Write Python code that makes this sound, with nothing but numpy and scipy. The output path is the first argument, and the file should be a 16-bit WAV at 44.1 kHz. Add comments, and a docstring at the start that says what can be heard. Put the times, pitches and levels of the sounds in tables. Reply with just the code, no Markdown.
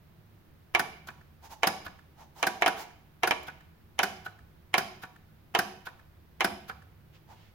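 """A low hum fills a small workshop, where the choke solenoid of an outboard motor works nine times.
Each time the plunger slides and clacks in, with a soft early reflection; some 40 ms later the flap slaps
shut. On two strokes the plunger clacks again with the flap already shut. Each impact excites the modes of
the casting and linkage, and the room rings briefly. On release a spring draws the linkage back and a
loose link rattles and settles. Soft scuffs and clicks fall between the strokes; faint rustles come last."""
import sys
import numpy as np
from scipy import signal
from scipy.fft import rfft, irfft, next_fast_len
from scipy.io import wavfile

SR = 44100
rng = np.random.default_rng(int(sys.argv[2]) if len(sys.argv) > 2 else 0)


def put_to_file(sound):
    """Save the sound as 16-bit audio at rate SR, in the file named by the first command-line argument."""
    columns = np.atleast_2d(sound).T  # one column per channel
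    safe = np.clip(columns, -1, 1)
    whole_steps = np.round(safe * 32767)
    wavfile.write(sys.argv[1], SR, whole_steps.astype(np.int16))


N = 332514

# Each row: start in seconds, level in dB, ping in dB, flap travel in seconds (0: already shut),
# flap force in dB. A ping is the gain of one narrow ringing band.
PLUNGER_STROKES = [(.7490, -22, 10, 0.045, -0.8), (1.6321, -20, 2, 0.038, 0.96),
                   (2.4280, -22, -4.5, 0.04, 0.1), (2.6212, -21, 6.5, 0.056, -1.5),
                   (2.6611, -19.5, -7, 0, 0), (3.2333, -20.5, -3, 0.04, -1.65), (3.3092, -21.5, 1.5, 0, 0),
                   (3.9901, -21, -2.5, .0409, 0), (4.7403, -20, 2.5, 0.039, 0.32),
                   (5.5492, -20, -5.5, 0.039, .2), (6.4066, -21.5, -1, 0.038, 0.7)]
# Each row: start in seconds, level in dB, ping in dB.
SPRING_RETURNS = [(1.084, -38, -2), (1.862, -37, 1), (2.777, -41, -7), (3.48, -37, 2), (4.261, -38.5, 6.5),
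                  (5.033, -37, -1), (5.867, -37, 2.5), (6.694, -37, 5)]
# Soft scuffs, brief bright clicks and a short scrape just before one clack.
# Each row: start in seconds, length in seconds, level in dB, tilt in dB per octave.
SCUFFS_AND_CLICKS = [(1.069, .012, -46, 4), (1.411, .086, -50, 0.6), (1.485, .08, -45.5, 1),
                     (2.154, .12, -52, -1), (2.339, .11, -48.5, 0.5), (2.608, 0.015, -37.5, -0.5),
                     (2.752, .11, -42.5, 1.2), (3.425, 0.018, -51.5, 5.5), (7.267, .1, -52.5, -1.46)]
# Each row: start in seconds, length in seconds, level in dB.
RUSTLE_EVENTS = [(7.111, .09, -62), (7.251, .33, -65)]
# Each row: frequency in Hz, t60 in seconds, relative level in dB when pulled, slapped and returning.
LINKAGE_MODES = [(198.4, 0.11, -32, -16, -32.5), (367, 0.073, -18.5, -17, -60),
                 (462.7, 0.076, -16.5, -31, -33.5), (699, 0.094, -7.5, -14.5, -23),
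                 (765, 0.037, -10, -8, -14.5), (968, 0.28, -18.5, -25, -22), (1145, 0.29, -16, -30, -21),
                 (1495, 0.074, -17.5, -6, -4), (1690, .11, -14.5, -14, -15.5),
                 (1750, 0.05, -33, -25, -25.5), (2139, 0.035, -8, -28, -20),
                 (2334, 0.062, -9.5, -24.5, -19.5), (2500, 0.11, -26.5, -17.5, -20),
                 (3022, 0.038, -14.5, -25, -34), (5083, 0.013, -27, -16, -38)]
# Spectra of the sources and the room. Each row: frequency in Hz, relative density in dB.
PULL_SPECTRUM = [(90, -40.5), (270, -24.5), (335, -5.5), (560, -13), (740, 3), (1000, -1.5), (1550, -4),
                 (2300, -5.5), (3100, -6.5), (4100, -23.5), (5800, -18.5), (8300, -36), (10300, -24),
                 (13000, -34.5), (16000, -33.5)]
REFLECTION_SPECTRUM = [(200, -28.5), (350, 2.5), (560, -9.5), (760, 3.5), (1100, -9), (1600, -9),
                       (2300, -5.5), (3200, -6), (5500, -32.5), (8300, -43.5), (15000, -44)]
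SLAP_SPECTRUM = [(80, -26), (185, 0.5), (265, -12), (370, 0), (510, -17), (760, -0.5), (1080, -10.5),
                 (1620, 6), (2100, -9.5), (4100, -13.5), (5100, -11), (8300, -25), (10300, -14.5),
                 (13000, -17.5), (16000, -20)]
RETURN_SPECTRUM = [(150, -6), (520, -12), (750, -4.5), (1150, -2), (1430, 7), (2000, -10), (3200, -6),
                   (6500, -19.5), (8300, -28.5), (12000, -16.5), (16000, -23.5)]
TICK_SPECTRUM = [(600, -17), (1350, 0), (1600, -0.5), (1750, 5), (2000, -12), (5000, -28), (14000, -39)]
SCUFF_CLICK_SPECTRUM = [(200, -19.5), (550, -15), (780, -3), (900, -1.5), (1030, -9), (1300, -13.5),
                        (2200, -19.5), (4000, -22), (6300, -23), (8500, -32), (14000, -28)]
RUSTLE_SPECTRUM = [(900, -5.5), (3000, 1.5), (5500, -9.5), (9000, -20.5), (15000, -24)]
REVERB_SPECTRUM = [(100, 3), (400, 2.5), (750, 4.5), (1500, -7), (2500, -1.5), (6000, 0.5), (10000, -3),
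                   (15000, -5.5)]
AIR_SPECTRUM = [(22, -7), (45, -10), (65, -4), (100, -6.5), (122, -20), (200, -11), (263, -15.5),
                (347, -13), (420, -18.5), (710, -21.5), (1580, -24.5), (4500, -34.5), (8000, -44),
                (16000, -32)]
# Damping of the casting. Each row: frequency in Hz, t60 in seconds before a contact's decay_scale.
CASTING_T60 = [(200, 0.087), (700, 0.14), (2000, 0.12), (5000, .08), (12000, 0.075)]
# Big panels are slow to move. Each row: frequency in Hz, rise time in seconds before rise_scale.
PANEL_RISE = [(200, 0.00886), (700, 0.0054), (1500, .0006), (5000, 0.00015)]
# Each row: frequency in Hz, reverberation time in seconds.
REVERB_T60 = [(150, 0.6), (700, 0.5), (2500, 0.64), (6000, 0.49), (14000, 0.4)]
# Coherence of the contacts and of the room tone. Each row: frequency in Hz, left-right correlation.
COHERENCE = [(100, 0.882), (300, 0.98), (600, 0.75), (2000, 0.28), (4000, 0.0752), (12000, 0.077)]
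AIR_COHERENCE = [(30, 0.33), (100, 1), (400, 0.36), (1500, 0.089), (5000, 0.052)]
# Each row: frequency in Hz, left minus right level in dB.
STEREO_BALANCE = [(200, -2), (1400, -2), (2300, -2.5), (3800, -3.5), (5300, -6), (7400, -9.5), (8600, 4),
                  (10300, 7.5), (13000, 1), (16000, 3.5)]
# Each row: frequency in Hz, nominal width in Hz, level in dB.
HUM_TONES = [(76.9, 13, -65), (102.4, 1.9, -66.5), (150.6, 21, -63.5), (219.9, 3.3, -76)]

TOP_HZ = 16000
RING_TIME = np.arange(SR // 6) / SR
USUAL_TRAVEL_S = .041  # the flap's swing on a healthy stroke


def plunger(reflection_s=.007, reflection_db=-5):
    """Impact and reflection: the plunger clacks in; a softer, diffuse early reflection follows."""
    modes_db = np.transpose(LINKAGE_MODES)[2]
    blows = []
    for start, db, ping_db, travel, _ in PLUNGER_STROKES:
        lag = max(travel / USUAL_TRAVEL_S - 1, 0)
        tilt_db, thud_db = -.22 - 3 * lag, -4 - 10.5 * lag  # a sluggish stroke is duller and thinner
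        blows.append((start, db, tilt_db, ping_db, thud_db))
    clacks = impacts(blows, PULL_SPECTRUM, modes_db, ring_db=-2, decay_scale=.77, rise_scale=.91,
                     contact_s=.00041, crack_db=-6.5, crack_t60=.01, crack_hz=2510,
                     ping_hz=2245, fresh=.65)
    delayed = [(start + reflection_s, db + reflection_db, *timbre) for start, db, *timbre in blows]
    reflections = impacts(delayed, REFLECTION_SPECTRUM, modes_db - 5.5, ring_db=-2.5, decay_scale=.63,
                          rise_scale=.67, contact_s=.001, crack_db=-15, crack_t60=.015, crack_hz=2494,
                          ping_hz=2260, fresh=.45)
    return clacks + reflections


def flap_blows():
    """Momentum transfer at the end of the swing: more force is louder, brighter and heavier."""
    return [(start + travel, -23 + force_db, -.77 + .4 * force_db, -.6 + 2.4 * force_db,
             -2 + 1.5 * force_db)
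            for start, _, _, travel, force_db in PLUNGER_STROKES if travel > USUAL_TRAVEL_S / 2]


def flap():
    """Impact excitation: the flap hits its stop and sets casting and linkage ringing."""
    modes_db = np.transpose(LINKAGE_MODES)[3]
    return impacts(flap_blows(), SLAP_SPECTRUM, modes_db, ring_db=-3.5, decay_scale=.63, rise_scale=.97,
                   contact_s=.0017, crack_db=-2, crack_t60=.046, crack_hz=695, ping_hz=5080, fresh=.58)


def return_spring(tilt_db=-1.43, thud_db=-.5):
    """Elastic restoring force draws the linkage back; the longer contact gives a soft attack."""
    modes_db = np.transpose(LINKAGE_MODES)[4]
    blows = [(start, db, tilt_db, ping_db, thud_db) for start, db, ping_db in SPRING_RETURNS]
    return impacts(blows, RETURN_SPECTRUM, modes_db, ring_db=-2.5, decay_scale=.34, rise_scale=1,
                   contact_s=.0034, crack_db=-18, crack_t60=.05, crack_hz=2480, ping_hz=1476, fresh=.98)


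def impacts(blows, spectrum, modes_db, ring_db, decay_scale, rise_scale, contact_s,
            crack_db, crack_t60, crack_hz, ping_hz, fresh):
    """Superposition: each blow sums a crack of steel on steel, the casting's ring and linkage modes."""
    track, t = np.zeros((2, N)), RING_TIME
    spot = stereo_noise(len(t))
    closing = 1 - np.exp(-(t / contact_s) ** 2)
    for start, db, tilt_db, ping_db, thud_db in blows:
        # Blows on one spot ring alike, except for a fresh share of the energy.
        noise = np.sqrt(1 - fresh) * spot + np.sqrt(fresh) * stereo_noise(len(t))
        ring = closing * dense_modes(noise, spectrum, lambda hz: decay_scale * curve(CASTING_T60, hz),
                                     lambda hz: rise_scale * curve(PANEL_RISE, hz))
        crack = filtered(stereo_noise(len(t)), lambda hz: amp(curve(spectrum, hz)) * hz / (hz + crack_hz))
        crack *= amp(-60 * t / crack_t60) * closing
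        blow = amp(ring_db) * ring / np.linalg.norm(ring[0])
        blow += amp(crack_db) * crack / np.linalg.norm(crack[0])
        blow += linkage_ring(modes_db, contact_s)
        blow = filtered(blow, lambda hz: blow_response(hz, tilt_db, ping_db, ping_hz, thud_db))
        add(track, start, amp(db) * np.sqrt(SR / 100) * blow)  # level as if spread over 10 ms
    return track


def blow_response(hz, tilt_db, ping_db, ping_hz, thud_db):
    """Contact hardness tilts the spectrum, in dB per octave; one band and the low thud vary too."""
    octaves = np.log2((hz + 100) / 1500)
    ping = np.exp(-(np.log2((hz + 1) / ping_hz) / .0997) ** 2)
    thud = 1 / (1 + (hz / 330) ** 4)
    return amp(tilt_db * octaves + ping_db * ping + thud_db * thud)


def linkage_ring(levels_db, rise_s, scatter_db=1.42):
    """Free vibration: each mode is a damped sinusoid, excited a little differently by every blow."""
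    t, ring = RING_TIME, 0
    for (hz, t60, *_), db in zip(LINKAGE_MODES, levels_db):
        strength, phase, spread = rng.standard_normal(3)
        stereo_phase = np.array([[.5], [-.5]]) * spread * coherence_angle(COHERENCE, hz)
        envelope = amp(-60 * t / t60) * (1 - np.exp(-t / rise_s))
        mode = np.sin(2 * np.pi * (hz * t + phase) + stereo_phase) * envelope
        ring += amp(db + scatter_db * strength) * mode / np.linalg.norm(mode[0])
    return ring


def dense_modes(noise, spectrum, t60, rise_s, count=20):
    """Modal overlap: close modes merge into noise, each band rising and decaying at its own rate."""
    t = np.arange(noise.shape[1]) / SR
    centres = np.geomspace(110, TOP_HZ, count)

    def filter_bank(hz):
        shares = np.array([np.interp(hz, centres, row) for row in np.eye(count)])
        return np.sqrt(shares[:, None]) * (hz > 60)

    hz = centres[:, None, None]
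    envelopes = amp(-60 * t / t60(hz)) * (1 - np.exp(-t / rise_s(hz)))
    bands = filtered(noise, filter_bank) * envelopes
    bands /= np.linalg.norm(bands, axis=2, keepdims=True)
    ring = np.sum(bands * amp(curve(spectrum, hz)) * np.sqrt(hz), 0)
    return ring / np.linalg.norm(ring) * np.sqrt(2)


def slides_and_ticks(tick_s=.018):
    """Friction and play: each part slides as it lands, and the loose link ticks after a return."""
    track = np.zeros((2, N))
    for start, db, *_ in PLUNGER_STROKES:
        add(track, start - .012, amp(db - 23.5) * burst(.021, PULL_SPECTRUM, tilt_db=1))
    for start, db, *_ in flap_blows():
        add(track, start - .004, amp(db - 12) * burst(.0076, SLAP_SPECTRUM, tilt_db=6.5))
    for start, db, _ in SPRING_RETURNS:
        add(track, start - .02, amp(db - 10) * burst(.034, RETURN_SPECTRUM, tilt_db=2.5))
        for delay_s, drop_db in (.021, -11), (.131, -18):  # rattling, then settling
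            tick = amp(db + drop_db) * burst(tick_s, TICK_SPECTRUM, tilt_db=2.5)
            add(track, start + delay_s - tick_s / 2, tick)
    return track


def small_noises():
    """Duration and spectrum make a noise burst a soft scuff, a bright click, a scrape or a rustle."""
    track = np.zeros((2, N))
    for start, length, db, tilt_db in SCUFFS_AND_CLICKS:
        add(track, start, amp(db) * burst(length, SCUFF_CLICK_SPECTRUM, tilt_db))
    for start, length, db in RUSTLE_EVENTS:
        add(track, start, amp(db) * burst(length, RUSTLE_SPECTRUM, tilt_db=-.5))
    return track


def burst(length_s, spectrum, tilt_db):
    """Amplitude modulation: broadband noise swells and fades under a smooth envelope."""
    size = round(length_s * SR)
    noise = filtered(stereo_noise(size),
                     lambda hz: amp(curve(spectrum, hz) + tilt_db * np.log2(hz / 1000 + .1)))
    return unit_rms(noise) * np.sin(np.linspace(0, np.pi, size)) ** 2


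def reverberation(sound, gain_db=-11, rise_s=.0041, count=3):
    """The room's diffuse field builds and decays; its fine pattern drifts from stroke to stroke."""
    wet, knots = 0, np.linspace(0, N, count)
    for row in np.eye(count):
        crossfade = np.sqrt(np.interp(np.arange(N), knots, row))
        tail = dense_modes(stereo_noise(SR * 3 // 5), REVERB_SPECTRUM,
                           lambda hz: curve(REVERB_T60, hz), lambda hz: rise_s)
        wet += signal.oaconvolve(sound * crossfade, tail, axes=1)[:, :N]
    return amp(gain_db) * wet


def room_tone(air_db=-60.5, swell_db=5, peak_s=1.3, period_s=2.62):
    """Broadband noise is heard as rumble and hiss, narrowband noise as hum; the lowest tone swells."""
    air = filtered(stereo_noise(N, AIR_COHERENCE), lambda hz: amp(curve(AIR_SPECTRUM, hz)))
    noise = stereo_noise(N, AIR_COHERENCE)
    drone, *upper = [
        amp(db) * unit_rms(filtered(noise, lambda hz: (1 + ((hz - centre) / width / 2) ** 2) ** -3))
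        for centre, width, db in HUM_TONES]
    swell = amp(swell_db * np.cos(2 * np.pi * (np.arange(N) / SR - peak_s) / period_s))
    return (amp(air_db) * unit_rms(air) + swell * drone + sum(upper)) * amp([[-1], [1]])


def stereo_noise(size, coherence=COHERENCE):
    """Partly coherent white noise: the ratio of mid to side sets the channels' correlation."""
    def weights(hz):
        angle = coherence_angle(coherence, hz) / 2
        return np.array([np.cos(angle), np.sin(angle)])

    mid, side = filtered(rng.standard_normal((2, size)), weights)
    return np.array([mid + side, mid - side])


def coherence_angle(coherence, hz):
    """Correlation is the cosine of the angle between two signals."""
    return np.arccos(np.clip(curve(coherence, hz), -1, 1))


def amp(db):
    """Amplitude ratio of a level in dB."""
    return 10 ** (np.asarray(db) / 20)


def unit_rms(x):
    """Normalisation to unit mean power."""
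    return x / np.sqrt(np.mean(x ** 2) + 1e-20)


def curve(points, hz):
    """Interpolation on a logarithmic frequency axis."""
    frequencies, values = np.transpose(points)
    return np.interp(np.log(hz + 1), np.log(frequencies + 1), values)


def filtered(x, response):
    """Linear filtering multiplies the spectrum by a frequency response."""
    size = x.shape[-1]
    padded = next_fast_len(size + 1500, real=True)
    return irfft(rfft(x, padded) * response(np.fft.rfftfreq(padded, 1 / SR)), padded)[..., :size]


def add(track, start_s, sound):
    """Superposition of a sound on the track."""
    part = track[:, round(start_s * SR):][:, :sound.shape[1]]
    part += sound[:, :part.shape[1]]


def scene(plunger_send_db=-2):
    """Direct and diffuse sound add; the motor stands a little to the right, its treble spread unevenly."""
    clacks = plunger()
    lighter = flap() + return_spring() + slides_and_ticks() + small_noises()
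    room = reverberation(amp(plunger_send_db) * clacks + lighter)
    balance = lambda hz: amp(np.array([[.5], [-.5]]) * curve(STEREO_BALANCE, hz))
    return filtered(clacks + lighter + room, balance) + room_tone()


def record(dry):
    """An ideal low-pass filter removes everything above the band limit."""
    return filtered(dry, lambda hz: hz < TOP_HZ)


dry = scene()
out = record(dry)
put_to_file(out)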